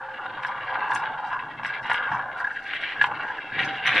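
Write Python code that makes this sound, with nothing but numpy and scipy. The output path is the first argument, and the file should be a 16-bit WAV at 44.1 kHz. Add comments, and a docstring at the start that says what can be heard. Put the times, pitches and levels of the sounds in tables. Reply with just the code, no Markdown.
"""Three glass marbles roll round the plastic funnel dish of a marble run, close by in a small room.
Rolling contact is a stream of tiny impacts that excite the resonances of the dish, its neck and the
thin wall, and shake the tower. Now and then a marble knocks on the plastic, buzzes on the neck's lip
or ticks against another. At the end the innermost marble clatters hard round the throat."""
import sys
import numpy as np
from scipy import signal
from scipy.fft import rfft, irfft
from scipy.io import wavfile
from scipy.ndimage import map_coordinates

SR = 44100
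rng = np.random.default_rng(int(sys.argv[2]) if len(sys.argv) > 2 else 0)


def transcribe(signal):
    """Save signal, clipped to [-1, 1], as a 16-bit WAV file at the path in sys.argv[1]."""
    frames = np.atleast_2d(signal).T
    limited = np.clip(frames, -1, 1)
    pcm = np.round(limited * 32767).astype(np.int16)
    wavfile.write(sys.argv[1], SR, pcm)


N = 176400
RESPONSE_SAMPLES = 8192

# resonance spectra of the funnel's dish, neck and throat (frequency [Hz], level [dB])
DISH_SPECTRUM = [(300, -51.5), (450, -29.5), (528, -16.5), (580, -21), (690, -15.5), (790, -1.5),
                 (845, 1.5), (900, -1), (955, 3), (985, -5.5), (1015, 0), (1120, -5), (1185, -2.5),
                 (1270, -13.5), (1450, -1), (1750, -14.5), (2000, -30.5), (3500, -65.5)]
NECK_SPECTRUM = [(700, -37.5), (1250, -14), (1400, -7.5), (1460, 1.5), (1520, -6), (1600, 1.5), (1690, 2.5),
                 (1770, -9), (1880, -24), (2400, -36.5), (4500, -71.5)]
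THROAT_SPECTRUM = [(150, -44), (550, -26.5), (1300, -10.5), (1700, 1), (1880, 0.5), (2130, 0.5),
                   (2530, -4.5), (2680, -5.5), (2950, -5), (3300, -11), (3900, -17), (4080, -17.5),
                   (4400, -30), (6500, -51.5)]


def rolling():
    """Roughness excitation: rolling marbles ring each part; harder contact wakes the wall and fine grit."""
    # vibration envelopes (time [s], relative level [dB])
    dish_level = [(0, -34.5), (.15, -40), (.25, -34.5), (.6, -33.5), (.97, -28), (1.2, -31), (1.35, -31.5),
                  (1.42, -39.5), (1.57, -42), (1.8, -34), (1.92, -31), (2.15, -29), (2.33, -35),
                  (2.4, -29.5), (2.6, -50.5), (2.92, -45.5), (3.06, -36.5), (3.11, -29.5), (3.17, -38),
                  (3.27, -30), (3.33, -38), (3.47, -48), (3.64, -38), (3.8, -51), (3.9, -37.5), (4, -32)]
    neck_level = [(0, -34), (.15, -38), (.28, -54), (.42, -38), (.7, -34), (.97, -28.5), (1.18, -40),
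                  (1.33, -35), (1.55, -43.5), (1.66, -32), (1.86, -43), (1.95, -29.5), (2.18, -26.5),
                  (2.34, -45), (2.39, -28.5), (2.44, -40), (2.95, -38), (3.1, -41), (3.27, -36.5),
                  (3.44, -38.5), (3.68, -33), (3.8, -34), (4, -35)]
    wall_level = [(0, -47), (.54, -43), (.68, -39.5), (1.06, -41), (1.15, -49), (1.31, -44), (1.55, -49.5),
                  (1.655, -40.5), (1.82, -40.5), (1.94, -33), (2.0, -41.5), (2.12, -39.5), (2.29, -53.5),
                  (2.39, -47.5), (2.52, -49.5), (2.75, -38.5), (3.04, -41.5), (3.11, -45.5), (3.17, -39.5),
                  (3.36, -42), (3.47, -46.5), (3.65, -33.5), (4, -46)]
    tower_level = [(0, -54.5), (.6, -50.5), (.96, -49.5), (1.15, -53), (1.5, -50.5), (2.1, -50),
                   (2.6, -52.5), (3.3, -45.5), (3.5, -50.5), (3.63, -39.5), (3.79, -47.5), (3.95, -38.5)]
    # response spectra (frequency [Hz], level [dB])
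    wall_spectrum = [(700, -34), (1750, -0.5), (2160, 2), (2350, -2), (2500, -11), (2680, 2), (2820, 1.5),
                     (3020, -9.5), (3250, -4.5), (3480, -14.5), (3830, -12), (4100, -21.5), (4700, -26),
                     (6500, -56)]
    grit_spectrum = [(2500, -19.5), (4300, 8), (5400, 4.5), (6100, 2), (6800, -7.5), (7600, -1.5),
                     (8600, -9), (10400, -11.5), (12500, -23.5)]
    tower_spectrum = [(30, -11.5), (65, -16), (105, -1), (150, 1), (190, -4.5), (330, -2), (600, -1.5),
                      (800, -3), (1500, -45.5)]
    # gritty scrapes, and the innermost marble's rattles in the throat (start [s], end [s], level [dB])
    scrapes = [(.43, .48, -58), (.91, .98, -54), (1.25, 1.31, -66.5), (1.648, 1.667, -55.5),
               (1.9, 1.95, -55), (2.11, 2.14, -54), (2.38, 2.4, -58), (2.46, 2.9, -72.5),
               (3.01, 3.045, -56.5), (3.59, 3.64, -58.5), (3.86, 4, -59)]
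    rattles = [(2.69, 2.77, -34), (2.83, 2.93, -30), (3.54, 3.58, -35.5), (3.595, 3.64, -28),
               (3.68, 3.84, -42), (3.872, 3.9, -23), (3.91, 3.94, -32), (3.96, 4, -22.5)]
    dish = level(dish_level) * roll(DISH_SPECTRUM, per_s=2000, spread_db=4, flutter_db=2, patch_db=-4.5)
    neck = roll(NECK_SPECTRUM, per_s=2000, spread_db=4, flutter_db=2, patch_db=-3.5)
    neck *= amp(-2.5) * level(neck_level)
    wall = roll(wall_spectrum, per_s=550, spread_db=1.5, flutter_db=2.8, patch_db=-2)
    wall = level(wall_level) * drifting(wall)
    grit = roll(grit_spectrum, per_s=1100, spread_db=4.5, flutter_db=5, patch_db=4.5)
    grit *= amp(-32) * level(wall_level) + swells(scrapes, rise_s=0.0065, fall_s=0.016)
    tower = level(tower_level) * roll(tower_spectrum, per_s=900, spread_db=1.5, flutter_db=1.4, patch_db=-6.5)
    rattle = roll(THROAT_SPECTRUM, per_s=1500, spread_db=2.5, flutter_db=1.3, patch_db=-8)
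    rattle *= swells(rattles, rise_s=0.013, fall_s=0.017)
    return dish + neck + wall + grit + tower + rattle


def roll(spectrum, per_s, spread_db, flutter_db, patch_db):
    """Shot noise: random bumps of fluttering force drive a resonator, coloured anew by each patch."""
    sizes = amp(spread_db * np.clip(rng.standard_normal(N), -2, 2)) * rng.choice([-1, 1], N)
    bumps = (rng.random(N) < per_s / SR) * sizes * amp(flutter_db * wobble(per_s=60))
    drive = np.pad(bumps, (0, 2 * RESPONSE_SAMPLES))
    dwell = int(0.13 * SR)  # a marble's stay on one patch of plastic
    for i in range(0, N, dwell):
        patch = signal.fftconvolve(bumps[i:i + dwell], tail(t60=0.024))
        drive[i:i + len(patch)] += amp(patch_db) * patch
    return unit(through(drive[:N], ring(spectrum)))


def drifting(x, pitch_share=0.008, per_s=5):
    """Frequency modulation: the wall's resonances slide a little as the marbles move over it."""
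    shift = pitch_share * SR / per_s * wobble(per_s)
    return map_coordinates(x, [np.arange(N) + shift], mode="mirror")


def knocks():
    """Impact excitation: marbles knock on the plastic and tick together, and the tower thuds."""
    # blows on the plastic (time [s], relative level at neck [dB], at dish [dB], at throat wall [dB])
    blows = [(.434, -23, -28, -31), (0.448, -17, -19, -32), (0.755, -17.5, -42, -36),
             (.918, -14, -28, -30.5), (0.959, -16, -18, -29.5), (1.038, -21, -25, -36),
             (1.058, -21, -28, -36.5), (1.329, -20, -23, -41), (1.5958, -31, -22, -48),
             (1.633, -30, -22, -38), (1.648, -20.5, -24, -29.5), (1.657, -21, -24.5, -29),
             (1.898, -15, -11, -25.5), (1.915, -18, -9.5, -25), (1.943, -21, -18.5, -26.5),
             (2.118, -17, -13.5, -38), (2.1933, -18.5, -16, -43), (2.735, -20, -28, -27),
             (3.014, -13, -15.5, -20.5), (3.0414, -13, -6, -21.5)]
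    # glass on glass (time [s], peak level [dB])
    ticks = [(.936, -43), (.948, -32), (1.932, -40), (2.74, -55)]
    # dull thuds of the tower (start [s], end [s], level [dB])
    thuds = [(.945, .97, -48.5), (2.115, 2.135, -41)]
    # response spectra (frequency [Hz], level [dB])
    glass_spectrum = [(3000, -25.5), (5000, -6.5), (6300, 1.5), (7700, 2.5), (8700, 0.5), (9500, 3),
                      (10400, -2), (11000, -19.5)]
    thud_spectrum = [(60, -20.5), (145, -2), (240, -7.5), (450, -22)]
    times, neck_db, dish_db, wall_db = np.transpose(blows)
    neck = amp(-1) * strike(times, neck_db, NECK_SPECTRUM, buzz_db=-3.5, t60=0.086)
    dish = amp(-1) * strike(times, dish_db, DISH_SPECTRUM, buzz_db=-2.5, t60=0.021)
    wall = amp(11) * strike(times, wall_db, THROAT_SPECTRUM, buzz_db=0.5, t60=0.043)
    glass = strike(*np.transpose(ticks), glass_spectrum, buzz_db=13.5, t60=0.033)
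    tower = swells(thuds, rise_s=0.006, fall_s=0.028) * noise(ring(thud_spectrum))
    return neck + dish + wall + glass + tower


def clacks():
    """Hard contact is broadband: the innermost marble rings the throat and two high modes."""
    # clacks in the throat (time [s], peak level [dB])
    blows = [(3.593, -11.5), (3.602, -13), (3.853, -14), (3.858, -10.5), (3.8645, -9.5), (3.8733, -6.5),
             (3.879, -10), (3.892, -10.5), (3.9561, -11), (3.9615, -12), (3.968, -10), (3.9798, -3)]
    # the two high modes (frequency [Hz], level [dB])
    high_modes = [(5000, -21), (5900, 0.5), (6600, -17), (8900, -28.5), (9500, -6), (10100, -28.5)]
    # ringing kept up by the clatter (start [s], end [s], level [dB])
    shimmers = [(3.869, 3.879, -43.5), (3.89, 3.93, -59.5)]
    times, levels_db = np.transpose(blows)
    body = strike(times, levels_db, THROAT_SPECTRUM, buzz_db=-2.5, t60=0.03)
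    high = amp(-34.5) * strike(times, levels_db, high_modes, buzz_db=-2, t60=0.049)
    shimmer = roll(high_modes, per_s=500, spread_db=1, flutter_db=4.5, patch_db=-5)
    return body + high + swells(shimmers, rise_s=0.0039, fall_s=0.0066) * shimmer


def strike(times, levels_db, spectrum, buzz_db, t60):
    """Impulse response: each blow rings one part, with a short buzz of the marble against it."""
    out, response = np.zeros(N + RESPONSE_SAMPLES), ring(spectrum)
    response_rms = np.sqrt(np.mean(response ** 2))
    for time, db in zip(times, levels_db):
        buzz = amp(buzz_db) * response_rms * unit(through(tail(t60), response))
        blow = response + buzz
        out[round(time * SR):][:RESPONSE_SAMPLES] += amp(db) * blow / np.abs(blow).max()
    return out[:N]


def buzzes():
    """Contact chatter: a marble buzzes on the neck's lip, which resonates at one pitch."""
    # spells of buzzing (start [s], end [s], level [dB])
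    spells = [(2.4, 2.415, -27.5), (2.4435, 2.452, -25), (2.468, 2.476, -27.5), (2.507, 2.518, -28),
              (2.562, 2.572, -25), (2.9645, 3.03, -30), (3.014, 3.019, -17.5), (3.235, 3.32, -33),
              (3.37, 3.39, -31)]
    # the lip's resonance (frequency [Hz], level [dB])
    lip_spectrum = [(1200, -35), (1560, -11), (1680, 0), (1770, -9.5), (2100, -30)]
    lip = roll(lip_spectrum, per_s=1500, spread_db=1.5, flutter_db=1, patch_db=-14)
    return swells(spells, rise_s=0.00092, fall_s=0.004) * lip


def tubes():
    """Forced resonance: the noise of rolling keeps narrow modes of the tubes ringing."""
    # tube tones (start [s], end [s], level [dB], frequency [Hz])
    tones = [(0, 0.797, -51.5, 528), (2.602, 3.5, -48, 788.4), (3.599, 4, -38, 785)]
    t, t60 = np.arange(RESPONSE_SAMPLES) / SR, 0.16
    out = np.zeros(N)
    for start, end, db, hz in tones:
        mode = np.sin(2 * np.pi * hz * t) * amp(-60 * t / t60)
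        out += swells([(start, end, db)], rise_s=0.099, fall_s=0.22) * noise(mode)
    return out


def room(toy):
    """Reverberation: diffuse reflections spread the toy in stereo over the faint noise of still air."""
    # spectra of the side signal and of the air (frequency [Hz], relative level [dB])
    side_spectrum = [(30, -5), (90, -33), (300, -23.5), (800, -20.5), (1500, -17), (2800, -12), (5000, -2),
                     (12000, -3)]
    air_spectrum = [(20, -4), (40, -9.5), (100, -19), (400, -19), (3000, -25.5), (12400, -45), (13400, -60)]
    mid = toy + amp(-8.5) * through(toy, tail(t60=0.14))
    side = through(through(toy, tail(t60=0.1)), ring(side_spectrum))
    mid += amp(-61.5) * noise(ring(air_spectrum))
    side += amp(-66.5) * noise(ring(air_spectrum))
    return np.array([mid + side, mid - side])


def amp(db):
    """Decibels to amplitude ratio."""
    return 10 ** (np.asarray(db) / 20)


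def unit(x):
    """Normalisation to rms 1."""
    return x / np.sqrt(np.mean(x ** 2) + 1e-20)


def level(rows):
    """Gain envelope through (time [s], level [dB]) points."""
    return amp(np.interp(np.arange(N) / SR, *np.transpose(rows)))


def swells(rows, rise_s, fall_s):
    """Exponential rise, hold and decay for each (start [s], end [s], level [dB]) row."""
    t = np.arange(N) / SR
    return sum(amp(db) * np.exp(np.minimum(t - start, 0) / rise_s - np.maximum(t - end, 0) / fall_s)
               for start, end, db in rows)


def wobble(per_s):
    """Smooth random modulation with per_s knots a second."""
    return map_coordinates(rng.standard_normal(8192), [np.arange(N) * per_s / SR], mode="wrap")


def ring(spectrum, skirt_db_per_octave=18):
    """Minimum-phase impulse response of a spectrum that rolls off above its last point."""
    points_hz, db = np.transpose(spectrum)
    hz = np.fft.rfftfreq(RESPONSE_SAMPLES, 1 / SR) + 1
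    skirt_db = skirt_db_per_octave * np.maximum(np.log2(hz / points_hz[-1]), 0)
    magnitude = amp(np.interp(np.log(hz), np.log(points_hz), db) - skirt_db)
    cepstrum = irfft(np.log(magnitude))
    cepstrum[1:RESPONSE_SAMPLES // 2] *= 2  # folding makes the response causal
    cepstrum[RESPONSE_SAMPLES // 2 + 1:] = 0
    return irfft(np.exp(rfft(cepstrum)))


def through(x, response):
    """Convolution with an impulse response."""
    return signal.fftconvolve(x, response)[:len(x)]


def noise(response):
    """White noise filtered by an impulse response, rms 1."""
    return unit(through(rng.standard_normal(N), response))


def tail(t60):
    """Diffuse decay: noise of energy 1 that falls 60 dB in t60 seconds."""
    x = rng.standard_normal(RESPONSE_SAMPLES) * amp(-60 * np.arange(RESPONSE_SAMPLES) / SR / t60)
    return x / np.linalg.norm(x)


def scene():
    """Superposition: all the toy's sounds add in the room."""
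    return room(rolling() + knocks() + clacks() + buzzes() + tubes())


def record(dry, cutoff_hz=14800):
    """Band limiting: a steep low-pass removes the highest treble."""
    return signal.sosfilt(signal.ellip(10, 0.1, 80, cutoff_hz, fs=SR, output="sos"), dry)


dry = scene()
out = record(dry)
transcribe(out)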